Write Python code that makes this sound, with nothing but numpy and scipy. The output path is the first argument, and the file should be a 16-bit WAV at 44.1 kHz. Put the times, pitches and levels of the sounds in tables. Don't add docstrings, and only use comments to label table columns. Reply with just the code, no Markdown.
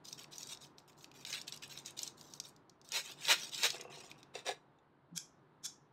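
import sys
import numpy as np
from scipy import signal
from scipy.fft import rfft, irfft
from scipy.io import wavfile

SR = 44100
rng = np.random.default_rng(int(sys.argv[2]) if len(sys.argv) > 2 else 0)


def log_audio(samples):
    frames = np.atleast_2d(samples).T
    limited = np.clip(frames, -1, 1)
    pcm = np.round(limited * 32767).astype(np.int16)
    wavfile.write(sys.argv[1], SR, pcm)


N = 261072
TIME = np.arange(N) / SR

# f/Hz, gain/dB
SLEEVE_SPECTRUM = [(60, -51), (200, -25.5), (340, -9), (560, -1.5), (900, -9.5), (1300, -6.5), (1700, -6.5),
                   (2700, -5.5), (4400, -5), (6500, -5), (8000, -6.5), (9400, -14.5), (13000, -12),
                   (14500, -6), (16000, -10)]
# f/Hz, width/Hz, gain/dB
SLEEVE_RESONANCES = [(920, 47, 13), (2500, 220, 5), (3820, 370, 5.6), (5570, 670, 4.6), (6770, 180, 2.3),
                     (8800, 300, 6), (12030, 500, 14)]


def crinkle(crisp_db=0.0, fizz_db=0, rasp_db=-1, flutter_db=-1.5):
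    low_hz, flutter_top_hz, crisp_hz, fizz_hz = 1400, 1550, 3200, 9000
    crisp, fizz, rasp, flutter = np.sqrt(rubbing() + pulling())
    pull = crisp / crisp.max()
    sheet = colour(slips(pull), SLEEVE_SPECTRUM, SLEEVE_RESONANCES)
    patches = taut(creased(sheet, pull), pull)

    fizz_band = rms_one(cut(sheet, fizz_hz, "high", order=10))
    crisp_band = rms_one(cut(patches, [crisp_hz, fizz_hz], "band", order=4))
    rasp_band = rms_one(cut(patches, [low_hz, crisp_hz], "band", order=3))
    flutter_band = rms_one(cut(sheet, flutter_top_hz, "low", order=5))
    return (from_db(fizz_db) * fizz * fizz_band
            + from_db(crisp_db) * crisp * crisp_band
            + from_db(rasp_db) * rasp * rasp_band
            + from_db(flutter_db) * flutter * flutter_band)


# crest t/s, strain/s, rip half length/s, crackle level/dB
PULL_EVENTS = [(2.968, .03, .035, -34.5), (3.315, 0.082, 0.025, -25), (3.652, 0.085, .021, -28)]
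STRAIN_DB, SETTLE_S = -15, .07


def pulling(fizz_db=-16.5, rasp_db=-0.26, rasp_follows=1.46, flutter_db=-11, flutter_follows=1.4,
            strain_rasp_db=-4, strain_flutter_db=-9):
    usual_db = -30
    power = np.zeros((4, N))
    strain = from_db(STRAIN_DB + np.array([[0], [0], [strain_rasp_db], [strain_flutter_db]]))
    for s, strain_s, rip_s, db in PULL_EVENTS:
        effort_db = db - usual_db
        band_db = np.array([[effort_db],
                            [fizz_db + effort_db],
                            [rasp_db + rasp_follows * effort_db],
                            [flutter_db + flutter_follows * effort_db]])
        rip = swell(s, rip_s, rip_s)
        straining = strain * swell(s, strain_s, SETTLE_S)
        power += from_db(usual_db + band_db) ** 2 * (rip ** 2 + straining ** 2)
    return power


# t/s, length/s, crackle level/dB, rasp re crackle/dB
RUB_EVENTS = [(0.038, 0.094, -56, -27), (0.172, 0.034, -50.5, -7), (0.306, 0.15, -54.5, -13),
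              (0.469, 0.054, -49, -13.5), (0.602, 0.043, -56.5, -15.5), (0.77, 0.01, -65, -14),
              (0.874, 0.027, -66, -6), (0.963, 0.071, -65, -18), (1.135, 0.098, -63, -5.5),
              (1.254, 0.14, -48.5, -5.5), (1.317, 0.026, -42, 2.5), (1.465, 0.014, -48.5, -7.5),
              (1.515, 0.022, -48.5, -8.5), (1.615, 0.027, -55, -0.5), (1.689, 0.1, -55.5, -4),
              (1.843, 0.039, -51, -7), (1.962, 0.11, -49.5, -12), (2.165, 0.2, -63, -35),
              (2.435, 0.023, -52, -16), (2.837, 0.044, -63.5, -22), (3.028, 0.092, -52, -3),
              (3.376, 0.079, -46.5, -9), (3.508, 0.12, -47.5, -5), (3.735, 0.028, -51.5, 0.5),
              (3.784, 0.025, -62, 7.5), (3.895, 0.11, -55, -4), (4.024, 0.078, -59.5, -3.5),
              (4.164, 0.039, -69.5, 0.5)]
LOOSE_FROM_S = 3.7


def rubbing(fizz_db=-15.0, fizz_follows=.65, flutter_db=-17, loose_fizz_db=-8, loose_flutter_db=8,
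            waver_db=2.3):
    usual_db = -52
    power = np.zeros((4, N))
    for s, length, db, rasp_db in RUB_EVENTS:
        loose = s > LOOSE_FROM_S
        fizz = usual_db + fizz_db + fizz_follows * (db - usual_db) + loose * loose_fizz_db
        flutter = db + flutter_db + loose * loose_flutter_db
        gain = from_db([[db], [fizz], [db + rasp_db], [flutter]])
        power += (gain * held(s, length)) ** 2
    return power * from_db(waver_db * drift(37)) ** 2


RUB_ATTACK_S, RUB_RELEASE_S, RUB_SAG_DB_PER_S = 0.011, .019, 10


def held(s, length):
    t = np.maximum(TIME - s, 0)
    attack = 1 - np.exp(-(t / RUB_ATTACK_S) ** 2)
    release = np.exp(-np.maximum(t - length, 0) / RUB_RELEASE_S)
    return attack * release * from_db(-RUB_SAG_DB_PER_S * t)


def slips(pull, sparse_per_s=1500, dense_per_s=30000, tick_db=-6):
    ticks_per_s, light_pull = 90, .15
    ticks = grains(ticks_per_s, spread_db=1.0) / (1 + (pull / light_pull) ** 2)
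    return grains(sparse_per_s + dense_per_s * pull, spread_db=2.5) + from_db(tick_db) * ticks


def creased(x, pull, count=28):
    width_share, change_db, change_hz = .08, 8, 20
    slack, out = 1 / (1 + 2 * pull) ** 2, 0
    for k, hz in enumerate(np.geomspace(1200, 10000, count)):
        gain = from_db(change_db * slack * np.tanh(drift(change_hz)))
        out = out + (-1) ** k * gain * resonate(x, hz, width_share * hz)
    return out


def taut(x, pull, hz=3850, width_hz=500, ring_db=-1, half_pull=.1):
    return x + from_db(ring_db) * pull / (pull + half_pull) * resonate(x, hz, width_hz)


# t/s, peak level/dB, f/Hz
CREASE_SNAPS = [(0.0518, -38.5, 5330), (0.1268, -29.5, 5710), (0.381, -30, 7080), (0.4299, -28, 5700),
                (0.4708, -34, 6640), (0.572, -41, 5360), (0.7822, -39, 3670), (1.0086, -48, 4200),
                (1.0426, -36.5, 3700), (1.1143, -45.5, 3140), (1.2495, -28, 3000), (1.3274, -25.5, 3920),
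                (1.4138, -29.5, 5450), (1.478, -28.5, 3870), (1.5226, -27.5, 3880), (1.6228, -36.5, 5200),
                (1.774, -31.5, 4200), (1.787, -34, 7090), (1.859, -29, 6600), (1.9898, -26, 5400),
                (2.0308, -23, 7160), (2.0761, -24, 5560), (2.211, -35.5, 5170), (2.3363, -31, 6100),
                (2.3994, -24, 5700), (2.5624, -49.5, 5460), (2.6952, -45.5, 5650), (2.814, -45.5, 5430),
                (2.8884, -39, 5970), (2.919, -23.5, 5400), (3.2518, -24, 3850), (3.282, -18, 2590),
                (3.5463, -24, 4000), (3.6328, -15, 4000), (3.7032, -18, 3750), (3.8102, -31.5, 5850),
                (4.1134, -34.5, 2560), (4.2293, -43, 3950)]


def snaps(level_db=-2, width_hz=2200, second_db=-3, top_hz=12000, scatter_db=-14, scatter_s=0.0029,
          lowest_hz=1500, again_db=-3, again_s=.003):
    lag_s, second_octaves, second_width_hz = .001, .4, 500
    out, creases = np.zeros(N), np.vstack([CREASE_SNAPS, small_snaps()])
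    for (s, db, hz), (detune, wait) in zip(creases, rng.random((len(creases), 2))):
        buckle = contact(scatter_db, scatter_s)
        buckle[1 + int(wait * again_s * SR)] -= from_db(again_db)
        second_hz = hz * 2 ** (second_octaves * (2 * detune - 1))
        second = resonate(buckle, second_hz, second_width_hz)
        both = resonate(buckle, hz, width_hz) + from_db(second_db) * second
        crease = cut(both, [lowest_hz, top_hz], "band")
        add(out, s + lag_s, colour(crease, SLEEVE_SPECTRUM, SLEEVE_RESONANCES), db + level_db)
    return out


def small_snaps(over_rub_db=9, spread_db=3, centre_hz=6000, spread_octaves=1.0, light_extra=0.12, count=3):
    usual_db = -52
    s, length, db, _ = np.repeat(RUB_EVENTS, count, axis=0).T
    when, size, pitch = 2 * rng.random((len(s), 3)).T - 1
    snap_s = s + (length + 2 * RUB_RELEASE_S) * (when + 1) / 2
    peak_db = db + over_rub_db + light_extra * (usual_db - db) + spread_db * size
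    return np.transpose([snap_s, peak_db, centre_hz * 2 ** (spread_octaves * pitch)])


# t/s, peak level/dB, lowpass f/Hz
BUMP_EVENTS = [(3.096, -48, 700), (3.743, -37, 1200), (3.796, -45, 500), (3.850, -40, 402),
               (3.891, -49, 300), (3.971, -46, 500)]
# f/Hz, level/dB, t60/s
HOLLOW_MODES = [(366.7, 2, 0.081), (493, -3, 0.081), (681, 0, .06), (807.5, 6, 0.016), (1147, 1, 0.034),
                (2680, 5, 0.044)]


def bumps(level_db=0, fumble_db=-60, fumble_s=3.716, fumble_rise_s=0.06, fumble_fall_s=0.4):
    out = np.zeros(N)
    for s, db, hz in BUMP_EVENTS:
        push = cut(contact(scatter_db=-16.0, scatter_s=0.0044), hz, "low", order=1)
        add(out, s, cut(ring(push, HOLLOW_MODES), 280, "high"), db + level_db)
    touches = cut(grains(250, spread_db=4.5), 1333, "low", order=1)
    fumble = cut(ring(touches, HOLLOW_MODES), 280, "high")
    return out + from_db(fumble_db) * swell(fumble_s, fumble_rise_s, fumble_fall_s) * rms_one(fumble)


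# t/s, peak level/dB, lowpass f/Hz
SHEAR_KNOCKS = [(4.353, -32, 3000), (4.365, -45, 900), (4.390, -41, 8050), (4.465, -30, 6000),
                (4.483, -30, 2000), (4.489, -26.5, 1520), (4.497, -51, 2000), (4.514, -34.5, 2470),
                (4.787, -62.5, 9120)]
# crest t/s, rise/s, fall/s, level/dB
SHEAR_DRAGS = [(4.354, 0.012, 0.054, -49), (4.475, 0.016, 0.046, -37.5)]
# f/Hz, level/dB, t60/s
FRAME_MODES = [(411, -5, 0.052), (483, -3.5, 0.045), (728, -3.5, 0.051), (803, -15.5, 0.15),
               (1096, -14.5, 0.04), (1690, -11, 0.085), (2140, -6.5, 0.04), (2342, -10, 0.1),
               (2670, -4, 0.035), (3560, 1, 0.039), (3960, -0.5, 0.028), (4670, -5, 0.028),
               (5830, 1.5, 0.026), (6960, -0.5, 0.028), (8230, -2, .025)]
# f/Hz, gain/dB
STONE_SPECTRUM = [(200, -34.5), (420, -3.5), (600, -14), (720, -10.5), (1250, -16), (1750, -14.5),
                  (3000, -12), (3650, -12), (6000, -20.5), (9200, -24), (10500, -34.5), (15000, -38)]


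def pick_up(knock_db=-1, crack_db=5, drag_db=-4, drag_ring_db=-3, lowest_hz=330):
    out = np.zeros(N)
    for s, db, hz in SHEAR_KNOCKS:
        blow = cut(contact(scatter_db=-13.5, scatter_s=0.0013), hz, "low", order=1)
        frame = ring(blow, FRAME_MODES) / len(FRAME_MODES)
        crack = from_db(crack_db) * colour(blow, STONE_SPECTRUM)
        add(out, s, frame + crack, db + knock_db)
    rub = colour(grains(3000, spread_db=2.5), STONE_SPECTRUM)
    pressure = sum(from_db(db + drag_db) * swell(s, rise, fall) for s, rise, fall, db in SHEAR_DRAGS)
    out += pressure * (rms_one(rub) + from_db(drag_ring_db) * rms_one(ring(rub, FRAME_MODES)))
    return cut(out, lowest_hz, "high", order=3)


# t/s, swell/s, slide level/dB, stop peak level/dB
SNIP_EVENTS = [(5.174, 0.014, -44, -24.5), (5.659, 0.016, -39.5, -53)]
# f/Hz, gain/dB
EDGE_SPECTRUM = [(300, -37), (1100, -18), (1550, -5), (2000, -20.5), (2350, -8.5), (2850, -22), (3250, 2.5),
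                 (4500, -7), (5300, 4), (7000, 3), (7700, -5), (8800, -3), (9400, -12), (10500, -8),
                 (15500, -24)]
# f/Hz, level/dB, t60/s
BLADE_MODES = [(3460, -18, 0.2), (3747, -13, 0.21), (5184, -15, .17), (5500, -15, 0.162), (6200, -11, 0.13),
               (6330, -18, 0.2), (6840, -7, .12), (10640, -19, .15), (11850, -14, 0.172)]


def snips(release_s=0.0076, ring_db=-55, hiss_db=-8):
    stop_lag_s = .003
    out, slide = np.zeros(N), rms_one(colour(grains(12000, spread_db=3.5), EDGE_SPECTRUM))
    for s, rise, slide_db, stop_db in SNIP_EVENTS:
        out += from_db(slide_db) * swell(s, rise, release_s, shape=2.2) * slide
        stop = colour(contact(scatter_db=-11, scatter_s=0.0018), EDGE_SPECTRUM)
        add(out, s + stop_lag_s, stop, stop_db)
    return out + from_db(ring_db) * ring(out, BLADE_MODES) + from_db(hiss_db) * hiss_tail(out)


def hiss_tail(x):
    t60_s, band_hz = .28, [5000, 6700]
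    t = TIME[:SR // 2]
    tail = rng.standard_normal(len(t)) * from_db(-60 * t / t60_s)
    return cut(signal.fftconvolve(x, tail / np.sqrt(np.sum(tail ** 2)))[:N], band_hz, "band", order=2)


# lead/s, half length/s, f/Hz, level/dB
THUD_PARTS = [(0, 0.027, 170, -51.5), (0.018, 0.0035, 255, -53.5)]
THUD_S = 5.148


def thud():
    out = 0
    for lead, length, hz, db in THUD_PARTS:
        sine = np.sqrt(2) * np.sin(2 * np.pi * hz * TIME)
        out = out + from_db(db) * swell(THUD_S - lead, length, length) * sine
    return out


KITCHEN_T60_S = 0.21


def kitchen(x, dull_hz=8000, first_echo_s=0.0074):
    t = TIME[:SR // 2]
    tail = rng.standard_normal(len(t)) * from_db(-60 * t / KITCHEN_T60_S) * (t > first_echo_s)
    tail = cut(tail, dull_hz, "low", order=1)
    return signal.fftconvolve(x, tail / np.sqrt(np.sum(tail ** 2)))[:N]


# f/Hz, gain/dB
HUSH_SPECTRUM = [(25, -14), (80, -4.5), (140, -1), (290, 2), (420, -6.5), (950, 0), (1600, -8), (2400, -18),
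                 (4000, -22), (6000, -37), (9000, -37.5), (15000, -46)]
# f/Hz, width/Hz, gain/dB
HUSH_RESONANCES = [(143.4, 19, 12.5), (384, 110, 8.5), (906, 140, 0)]
# t/s, level/dB
HUSH_COURSE = [(0, -61.5), (.5, -59.5), (.8, -63), (1.4, -60), (2.35, -60), (2.75, -65.5), (3.3, -59.5),
               (4.1, -60.5), (5.0, -67.5), (5.3, -64.5), (5.92, -65.5)]


def hush(level_db=-2.0):
    noise = colour(rng.standard_normal(N), HUSH_SPECTRUM, HUSH_RESONANCES)
    return from_db(in_time(HUSH_COURSE) + level_db) * rms_one(noise)


def grains(per_s, spread_db):
    chance = np.clip(per_s / SR, 1e-4, 1)
    sizes = rms_one(from_db(spread_db * np.minimum(rng.exponential(1, N), 4)))
    signed = sizes * rng.choice([-1, 1], N)
    return signed * (rng.random(N) < chance) / np.sqrt(chance)


def contact(scatter_db, scatter_s, size=6000):
    burst = from_db(scatter_db) * rng.standard_normal(size) * np.exp(-np.arange(size) / SR / scatter_s)
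    burst[0] = 1
    return burst


def ring(x, modes):
    out = 0
    for k, (hz, db, t60_s) in enumerate(modes):
        r, w = from_db(-60 / (t60_s * SR)), 2 * np.pi * hz / SR
        sine = signal.lfilter([0, np.sin(w)], [1, -2 * r * np.cos(w), r * r], x + 1e-18)
        out = out + (-1) ** k * from_db(db) * sine
    return out


def resonate(x, hz, width_hz):
    r = np.exp(-np.pi * width_hz / SR)
    poles = [1, -2 * r * np.cos(2 * np.pi * hz / SR), r * r]
    return signal.lfilter(np.array([1, 0, -1]) * (1 - r * r) / 2, poles, x + 1e-18)


def colour(x, spectrum, peaks=(), size=4096):
    hz, db = np.transpose(spectrum)
    grid = np.maximum(np.fft.rfftfreq(size, 1 / SR), 1)
    cepstrum = irfft(np.log(from_db(np.interp(np.log(grid), np.log(hz), db))))
    cepstrum[1:size // 2] *= 2
    cepstrum[size // 2 + 1:] = 0
    x = signal.fftconvolve(x, irfft(np.exp(rfft(cepstrum))))[:len(x)]
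    for peak_hz, width_hz, peak_db in peaks:
        x = x + (from_db(peak_db) - 1) * resonate(x, peak_hz, width_hz)
    return x


def cut(x, hz, kind, order=2):
    sos = signal.butter(order, np.clip(hz, 10, .45 * SR), kind, fs=SR, output="sos")
    return signal.sosfilt(sos, x)


def swell(s, rise, fall, shape=2.2):
    out = np.zeros(N)
    near = slice(*np.searchsorted(TIME, [s - 5 * rise, s + 5 * fall]))
    t = TIME[near] - s
    out[near] = np.exp(-np.abs(t / np.where(t < 0, rise, fall)) ** shape)
    return out


def drift(corner_hz):
    r = np.exp(-80 * np.pi * corner_hz / SR)
    noise = rng.standard_normal(N // 40 + 2002)
    slow = signal.lfilter([1], [1, -2 * r, r * r], noise)[2000:]
    return np.interp(np.arange(N) / 40, np.arange(len(slow)), rms_one(slow))


def in_time(rows):
    return np.interp(TIME, *np.transpose(rows))


def add(out, s, sound, peak_db):
    start = round(s * SR)
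    out[start:start + len(sound)] += (from_db(peak_db) * sound / np.abs(sound).max())[:N - start]


def from_db(db):
    return 10 ** (np.asarray(db) / 20)


def rms_one(x):
    return x / np.sqrt(np.mean(x ** 2) + 1e-20)


def scene(sleeve_room_db=-17, pick_up_room_db=-18, snip_room_db=-11):
    sleeve = crinkle() + snaps() + bumps()
    clatter, cuts = pick_up(), snips()
    to_room = (from_db(sleeve_room_db) * sleeve
               + from_db(pick_up_room_db) * clatter
               + from_db(snip_room_db) * cuts)
    room = kitchen(to_room)
    return np.tile(sleeve + clatter + cuts + thud() + room + hush(), (2, 1))


CUTOFF_HZ = 15700


def record(dry):
    return signal.sosfilt(signal.ellip(10, .2, 80, CUTOFF_HZ, fs=SR, output="sos"), dry)


dry = scene()
out = record(dry)
log_audio(out)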